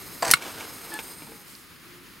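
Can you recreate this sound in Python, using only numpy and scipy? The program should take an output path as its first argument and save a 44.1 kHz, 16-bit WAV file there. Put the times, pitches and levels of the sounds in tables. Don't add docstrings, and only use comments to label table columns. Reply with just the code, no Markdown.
import sys
import numpy as np
from scipy import signal
from scipy.fft import rfft, irfft
from scipy.io import wavfile
from scipy.ndimage import minimum_filter1d, map_coordinates

SR = 44100
rng = np.random.default_rng(int(sys.argv[2]) if len(sys.argv) > 2 else 0)


def transcribe(u):
    v = np.clip(np.atleast_2d(u).T, -1, 1)
    q = np.round(v * 32767).astype(np.int16)
    wavfile.write(sys.argv[1], SR, q)


N = 97020
T = np.arange(N) / SR
HZ = np.fft.rfftfreq(2 * N, 1 / SR)


def amp(db):
    return 10 ** (np.asarray(db) / 20)


def unit(x):
    return x / np.sqrt(np.mean(x ** 2) + 1e-20)


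def curve_over_hz(points):
    f, value = np.transpose(points)
    return np.interp(np.log(HZ + 1), np.log(f + 1), value)


def gain_over_time(points):
    return amp(np.interp(T, *np.transpose(points)))


def wobble(rate):
    return map_coordinates(rng.standard_normal(4096), [T * rate], mode="wrap")


def filtered(x, gain):
    return irfft(rfft(x, 2 * N) * gain)[..., :N]


def noise(colour_db):
    return unit(filtered(rng.standard_normal(N), amp(colour_db)))


def wide_noise(colour, alike):
    turn = np.arccos(np.clip(curve_over_hz(alike), -1, 1)) / 2
    colour_gain = amp(curve_over_hz(colour))
    mid, side = filtered(rng.standard_normal((2, N)), colour_gain * [np.cos(turn), np.sin(turn)])
    return unit(np.array([mid + side, mid - side]))


def resonance_db(hz, width):
    return -10 * np.log10(1 + ((HZ / hz - 1) / width) ** 4)


def strike(start, attack, t60):
    out = np.zeros(N)
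    span = slice(*np.searchsorted(T, [start, start + 2 * t60]))
    t = T[span] - start
    out[span] = (1 - np.exp(-t / attack)) * 1e-3 ** (t / t60)
    return out


def ringing(modes, start, attack):
    out = np.zeros(N)
    for hz, db, t60 in modes:
        tone = np.sin(2 * np.pi * (hz * (T - start) + rng.random()))
        out += amp(db) * strike(start, attack, t60) * tone
    return out


def grit(colour_db, per_s):
    grains = rng.standard_normal(N) * (rng.random(N) < per_s / SR)
    return unit(filtered(grains, amp(colour_db)))


def pan(x, left_db):
    return x * amp([[left_db / 2], [-left_db / 2]])


def hiss(flutter_db):
    # t/s, level/dB
    burner = [(0, -44), (.35, -42.5), (.7, -43), (1.12, -44.5), (1.3, -48.5), (1.5, -53.5), (1.7, -59.5),
              (2.2, -62)]
    distant = [(0, -49), (.7, -49.5), (1.25, -51), (1.5, -51), (1.7, -50), (1.9, -49), (2.2, -50)]
    rumble = [(0, -49), (.7, -52), (1.25, -52.5), (1.5, -56), (2.2, -54.5)]
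    swell = [(0, -70), (.8, -62), (1.03, -49.5), (1.25, -53.5), (1.42, -69), (2.2, -82)]
    # f/Hz, relative level/dB
    burner_colour = [(100, -11), (300, 6), (600, -4.5), (1200, 0), (1650, -7), (2150, 1), (3200, -16),
                     (4100, -1), (4500, -7.5), (5050, 2.5), (5850, -14.5), (6400, -0.5), (7100, -9.5),
                     (8000, -6), (8800, 0.5), (9800, -10.5), (11300, 0), (11700, 0.5), (12100, 3.5),
                     (12650, -11), (13100, -0.5), (13900, -14), (15100, -5.5), (16000, -9)]
    distant_colour = [(100, -7), (400, -1.5), (700, -10), (1200, 2.5), (1600, 1.5), (2500, 0), (3500, -3.5),
                      (4900, -4.5), (5800, -10.5), (6450, -8.5), (7000, -10), (8400, -16.5), (9100, -8),
                      (11300, -10), (12300, -8), (14300, -10.5), (16000, -9)]
    rumble_colour = [(20, -33), (40, -4.5), (80, -2), (160, 2.5), (280, 0.5), (420, -5), (650, -21),
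                     (2000, -52)]
    # f/Hz, likeness (1 = the same in both ears, 0 = unrelated)
    burner_alike = [(100, 0.52), (500, 1), (9000, 0.98), (15000, 0.91)]
    distant_alike = [(200, .5), (1000, 0.76), (2500, 0.47), (5000, 0.69), (7000, 1), (9500, 1),
                     (15000, 0.22)]
    rumble_alike = [(30, .6), (120, 0.56), (400, 0.75)]

    near = gain_over_time(burner) * amp(flutter_db * wobble(59.86)) * wide_noise(burner_colour, burner_alike)
    far = gain_over_time(distant) * amp(0.85 * wobble(25.07)) * wide_noise(distant_colour, distant_alike)
    air = gain_over_time(rumble) * amp(0.7 * wobble(12.07)) * wide_noise(rumble_colour, rumble_alike)
    swelling = gain_over_time(swell) * noise(resonance_db(hz=8780, width=0.044))
    return pan(near + swelling, -0.26) + far + pan(air, 2.5)


def judder(grains_per_s):
    # t/s, tank boom level/dB, rasp level/dB
    slips = [(0.2229, -25, -22), (0.227, -23, -29), (.238, -34, -35), (0.2451, -30, -27),
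             (0.25, -30.5, -21.5), (0.2633, -24, -26.5), (0.2694, -30, -29), (.2778, -33, -19.5),
             (0.2835, -30, -40), (0.2914, -28.5, -22.5), (0.3024, -33, -18.5), (0.3091, -28, -29)]
    # f/Hz, relative level/dB
    body_colour = [(60, -30), (200, -14), (450, -6.5), (680, -2), (1030, -3), (1350, -16), (1800, -15),
                   (2300, -18), (3300, -22), (8000, -34)]
    rasp_colour = [(400, -26), (1800, 4.5), (2600, -4.5), (3600, -12), (4550, 0), (5300, -7), (6200, -1.5),
                   (7000, -8), (8300, -2.5), (9500, -9.5), (12000, -14), (15500, -24)]
    # f/Hz, relative level/dB, time to fall 60 dB/s
    barrel_modes = [(487, -8, 0.061), (683, -1, .09), (1046, -3.5, 0.11), (4660, -4.5, 0.043),
                    (7480, -8, .04)]
    attack_s, body_t60_s, rasp_t60_s = 0.0015, 0.1, 0.037
    breakaway_s, breakaway_db = .2245, -19.5

    body_power, rasp = np.zeros(N), np.zeros(N)
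    for s, body_db, rasp_db in slips:
        body_power += (amp(body_db) * strike(s, attack_s, body_t60_s)) ** 2
        rasp += amp(rasp_db) * strike(s, attack_s, rasp_t60_s)
    barrel = amp(breakaway_db) * ringing(barrel_modes, breakaway_s, attack_s)
    boom = body_power ** .5 * noise(curve_over_hz(body_colour))
    return barrel + boom + rasp * grit(curve_over_hz(rasp_colour), grains_per_s)


def thuds():
    # t/s, level/dB
    pushes = [(.272, -44.5), (.29, -33), (0.335, -29), (1.18, -51)]
    # f/Hz, relative level/dB
    thud_colour = [(25, -10), (60, 2), (100, -2), (170, 8.5), (300, -22), (1000, -60)]
    shape = sum(amp(db) * strike(s, attack=0.0014, t60=0.07) for s, db in pushes)
    return shape * noise(curve_over_hz(thud_colour))


def impact(contacts, modes, colour, ring_db, crack_db, crack_t60, tail_db, tail_t60, attack):
    out = np.zeros(N)
    for s, db in contacts:
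        crack = amp(crack_db) * strike(s, attack, crack_t60)
        tail = amp(tail_db) * strike(s, attack, tail_t60)
        ring = amp(ring_db) * ringing(modes, s, attack)
        out += amp(db) * (ring + (crack + tail) * noise(curve_over_hz(colour)))
    return out


def snap():
    # t/s, relative level/dB
    contacts = [(.3124, -4.5), (.3175, -15)]
    # f/Hz, relative level/dB, time to fall 60 dB/s
    cap_modes = [(1783, -10.5, 0.12), (3004, -7.5, 0.08), (4370, -7, 0.082), (5280, -2, 0.047),
                 (5830, -4, 0.034), (7300, -6, 0.026), (8290, -1, 0.052), (9300, -3, .05),
                 (10420, 4, 0.022), (10860, 4, .025), (11660, 8, 0.012), (12850, 1, .027)]
    # f/Hz, relative level/dB
    cap_crack = [(100, -38), (600, -14), (1700, -12), (4000, -8), (5300, -3), (6600, -2.5), (8200, -2),
                 (9600, 1), (11800, -2.5), (13500, -7), (16000, -6.5)]
    return impact(contacts, cap_modes, cap_crack, ring_db=-11.5, crack_db=2.0, crack_t60=0.016,
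                  tail_db=-14.5, tail_t60=0.14, attack=0.00012)


def clack():
    # t/s, relative level/dB
    contacts = [(.3364, -0.96)]
    # f/Hz, relative level/dB, time to fall 60 dB/s
    stop_modes = [(1149, -17, 0.11), (1376, -3.5, 0.026), (1470, -4.5, 0.029), (2167, 5.5, 0.028),
                  (2770, -11.5, 0.065), (3916, -9.5, .05), (4310, -12.5, 0.043), (5580, -15, 0.047),
                  (7806, -10, 0.049), (8870, -8, 0.045), (10400, -21, 0.065), (12900, -33, 0.088)]
    # f/Hz, relative level/dB
    stop_crack = [(60, -15), (300, -19), (800, -17), (1300, 3.5), (2200, -8.5), (3200, -4.5), (4500, -5),
                  (6600, -17), (8600, -10.5), (10000, -11), (11200, -23), (13000, -16), (16000, -22)]
    return impact(contacts, stop_modes, stop_crack, ring_db=-4.0, crack_db=1.5, crack_t60=0.017,
                  tail_db=-22, tail_t60=0.089, attack=0.00038)


def handling(rough_db):
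    # t/s, level/dB
    rub = [(0, -59), (.35, -52), (.375, -41), (.425, -36), (.48, -37), (.53, -45.5), (.62, -39.5),
           (.73, -52.5), (.83, -50), (.95, -42), (1.02, -48.5), (1.15, -55.5), (1.31, -58.5), (1.42, -67),
           (2.2, -85)]
    # f/Hz, relative level/dB
    rub_colour = [(60, -23), (300, 2.5), (800, -0.5), (1500, 1.5), (2000, -7), (2800, -3.5), (4000, -7.5),
                  (8000, -13), (15000, -28)]
    tank_colour = [(80, -20), (300, -8), (480, -1.5), (650, -17), (900, 3), (1150, -24), (1500, -0.5),
                   (1950, -15), (2300, 1), (3000, -8.5), (3600, -8.5), (4300, -17.5), (9000, -20.5),
                   (15000, -43)]
    # t/s, level/dB, brightness/(dB per octave)
    knocks = [(0.37, -31, 5), (.406, -41, -5), (0.422, -30, 4.5), (.449, -39.5, 2), (.502, -44.5, -3),
              (.607, -35, 5), (.705, -42.5, -5), (.782, -44, 13), (.865, -39.5, -4), (.9893, -28, 0.5),
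              (1.22, -40.5, -5.5), (1.269, -45, -5), (1.32, -43.5, -7)]
    # f/Hz, relative level/dB, time to fall 60 dB/s
    tank_modes = [(478, -5.5, 0.065), (899, -1, 0.061), (2308, -1.5, 0.054), (2780, -7, .035),
                  (3600, -9, 0.049)]
    # t/s, level/dB, f/Hz
    ticks = [(0.94, -26, 8700), (0.938, -29, 12900), (0.9396, -33.5, 3000), (1.551, -34, 4870)]
    knock_attack_s, knock_t60_s, tank_ring_db = 0.00054, 0.059, -4

    roughness = amp(rough_db * np.tanh(wobble(170)))
    out = gain_over_time(rub) * unit(noise(curve_over_hz(rub_colour)) * roughness)
    octaves = np.log2((HZ + 100) / 1000)
    ring = amp(tank_ring_db) * ringing(tank_modes, 0, knock_attack_s)
    for s, db, bright in knocks:
        bump = strike(s, knock_attack_s, knock_t60_s) * noise(curve_over_hz(tank_colour) + bright * octaves)
        delayed_ring = np.interp(T - s, T, ring)
        out += amp(db) * (bump + delayed_ring)
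    for s, db, hz in ticks:
        out += amp(db) * strike(s, attack=0.00034, t60=0.012) * noise(resonance_db(hz, width=.09))
    return out


def hollow_tones(waver):
    # t/s, length/s, f/Hz, level/dB
    tones = [(0.875, .11, 335, -44.5), (1.225, 0.24, 825, -56), (1.273, .1, 452, -50),
             (1.837, 0.23, 354, -51.5), (1.996, .09, 275, -52)]
    out = np.zeros(N)
    for s, length, hz, db in tones:
        swell = np.sin(np.pi * np.clip((T - s) / length, 0, 1))
        wavering_hz = hz * (1 + waver * wobble(39.56))
        out += amp(db) * swell * np.sin(2 * np.pi * np.cumsum(wavering_hz) / SR)
    return out


def squeak(jitter, rise_s, fall_s):
    # multiple of the base pitch, level/dB
    partials = [(1, -41), (2, -35.5), (3, -55), (4, -53), (5, -50)]
    start_s, length_s = .917, 0.061
    rest_hz, extra_hz, sag_s = 855, 36.4, 0.0157

    t = np.maximum(T - start_s, 0)
    hz = (rest_hz + extra_hz * np.exp(-t / sag_s)) * (1 + jitter * wobble(300))
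    phase = 2 * np.pi * np.cumsum(hz) / SR
    fade_in = np.clip(t / rise_s, 0, 1)
    fade_out = np.clip((length_s - t) / fall_s + .5, 0, 1)
    shape = fade_in * fade_out * amp(1.5 * wobble(120))
    return shape * sum(amp(db) * np.sin(round(k) * phase) for k, db in partials)


def campsite():
    # t/s, level/dB
    swish_level = [(1.38, -91), (1.48, -49.5), (1.53, -49.5), (1.62, -55.5), (1.72, -68)]
    # f/Hz, relative level/dB
    swish_colour = [(1000, -18), (3200, -6), (4400, 1), (6200, -3), (7500, 0), (11500, 1.5), (15500, -5)]
    pop_colour = [(300, -15), (1300, 8), (3000, 1), (6000, -9), (15000, -12)]
    fire_from_s, pops_per_s, click_db = 1.8, 45, -38

    swish_alike = [(4000, .2), (7000, 0.93), (11000, .2)]  # f/Hz, left-right likeness
    swish = gain_over_time(swish_level) * wide_noise(swish_colour, swish_alike)
    happens = (rng.random(N) < pops_per_s / SR) * (T > fire_from_s)
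    clicks = happens * amp(click_db + 2 * rng.standard_normal(N))
    return swish + filtered(clicks, amp(curve_over_hz(pop_colour)))


def early(x):
    # f/Hz, relative level/dB
    early_colour = [(200, 3), (1200, -6), (2700, 2), (4500, 3.5), (7500, -10), (10000, -3), (13000, 8)]
    glance = rng.standard_normal(N) * strike(0, attack=0.00015, t60=0.0096)
    echo = signal.fftconvolve(x, glance / np.linalg.norm(glance))[:N]
    side = filtered(echo, amp(-16.5 + curve_over_hz(early_colour)))
    return np.array([side, -side])


def surroundings(x):
    tail = rng.standard_normal((2, N)) * strike(0.0011, attack=0.0009, t60=0.11)
    tail = filtered(tail, amp(curve_over_hz([(200, 10.5), (4000, 8), (15000, -24)])))
    tail = tail / np.linalg.norm(tail[0])
    return amp(-20) * signal.fftconvolve(x[None], tail, axes=1)[:, :N]


def scene():
    pump = judder(grains_per_s=9000) + thuds() + snap() + clack()
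    knob = squeak(jitter=.009, rise_s=.005, fall_s=.02)
    close = pump + handling(rough_db=3.5) + knob
    reflections = early(close) + surroundings(close)
    background = hiss(flutter_db=1.48) + hollow_tones(waver=.008) + campsite()
    return pan(close, -0.51) + reflections + background


def record(dry):
    ceiling, duck_db, top_hz = 1.0, 5.5, 15900
    attack_s, hold_s, release_s = 0.018, 0.065, 0.021
    over = np.clip(np.abs(dry).max(axis=0) / ceiling - .5, 0, .5) * 2
    hold = 2 * int(hold_s * SR / 2) + 1
    over = -minimum_filter1d(-over, hold, origin=hold // 2)
    fade = np.exp(-T / release_s)
    held = np.maximum.accumulate(over / fade) * fade
    follow = np.exp(-1 / (attack_s * SR))
    duck = signal.lfilter([1 - follow], [1, -follow], held)
    x = dry * amp(-duck_db * duck)
    x = x / (1 + np.abs(x / ceiling) ** 6) ** (1 / 6)
    return filtered(x, 1 / (1 + (HZ / top_hz) ** 200))


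dry = scene()
out = record(dry)
transcribe(out)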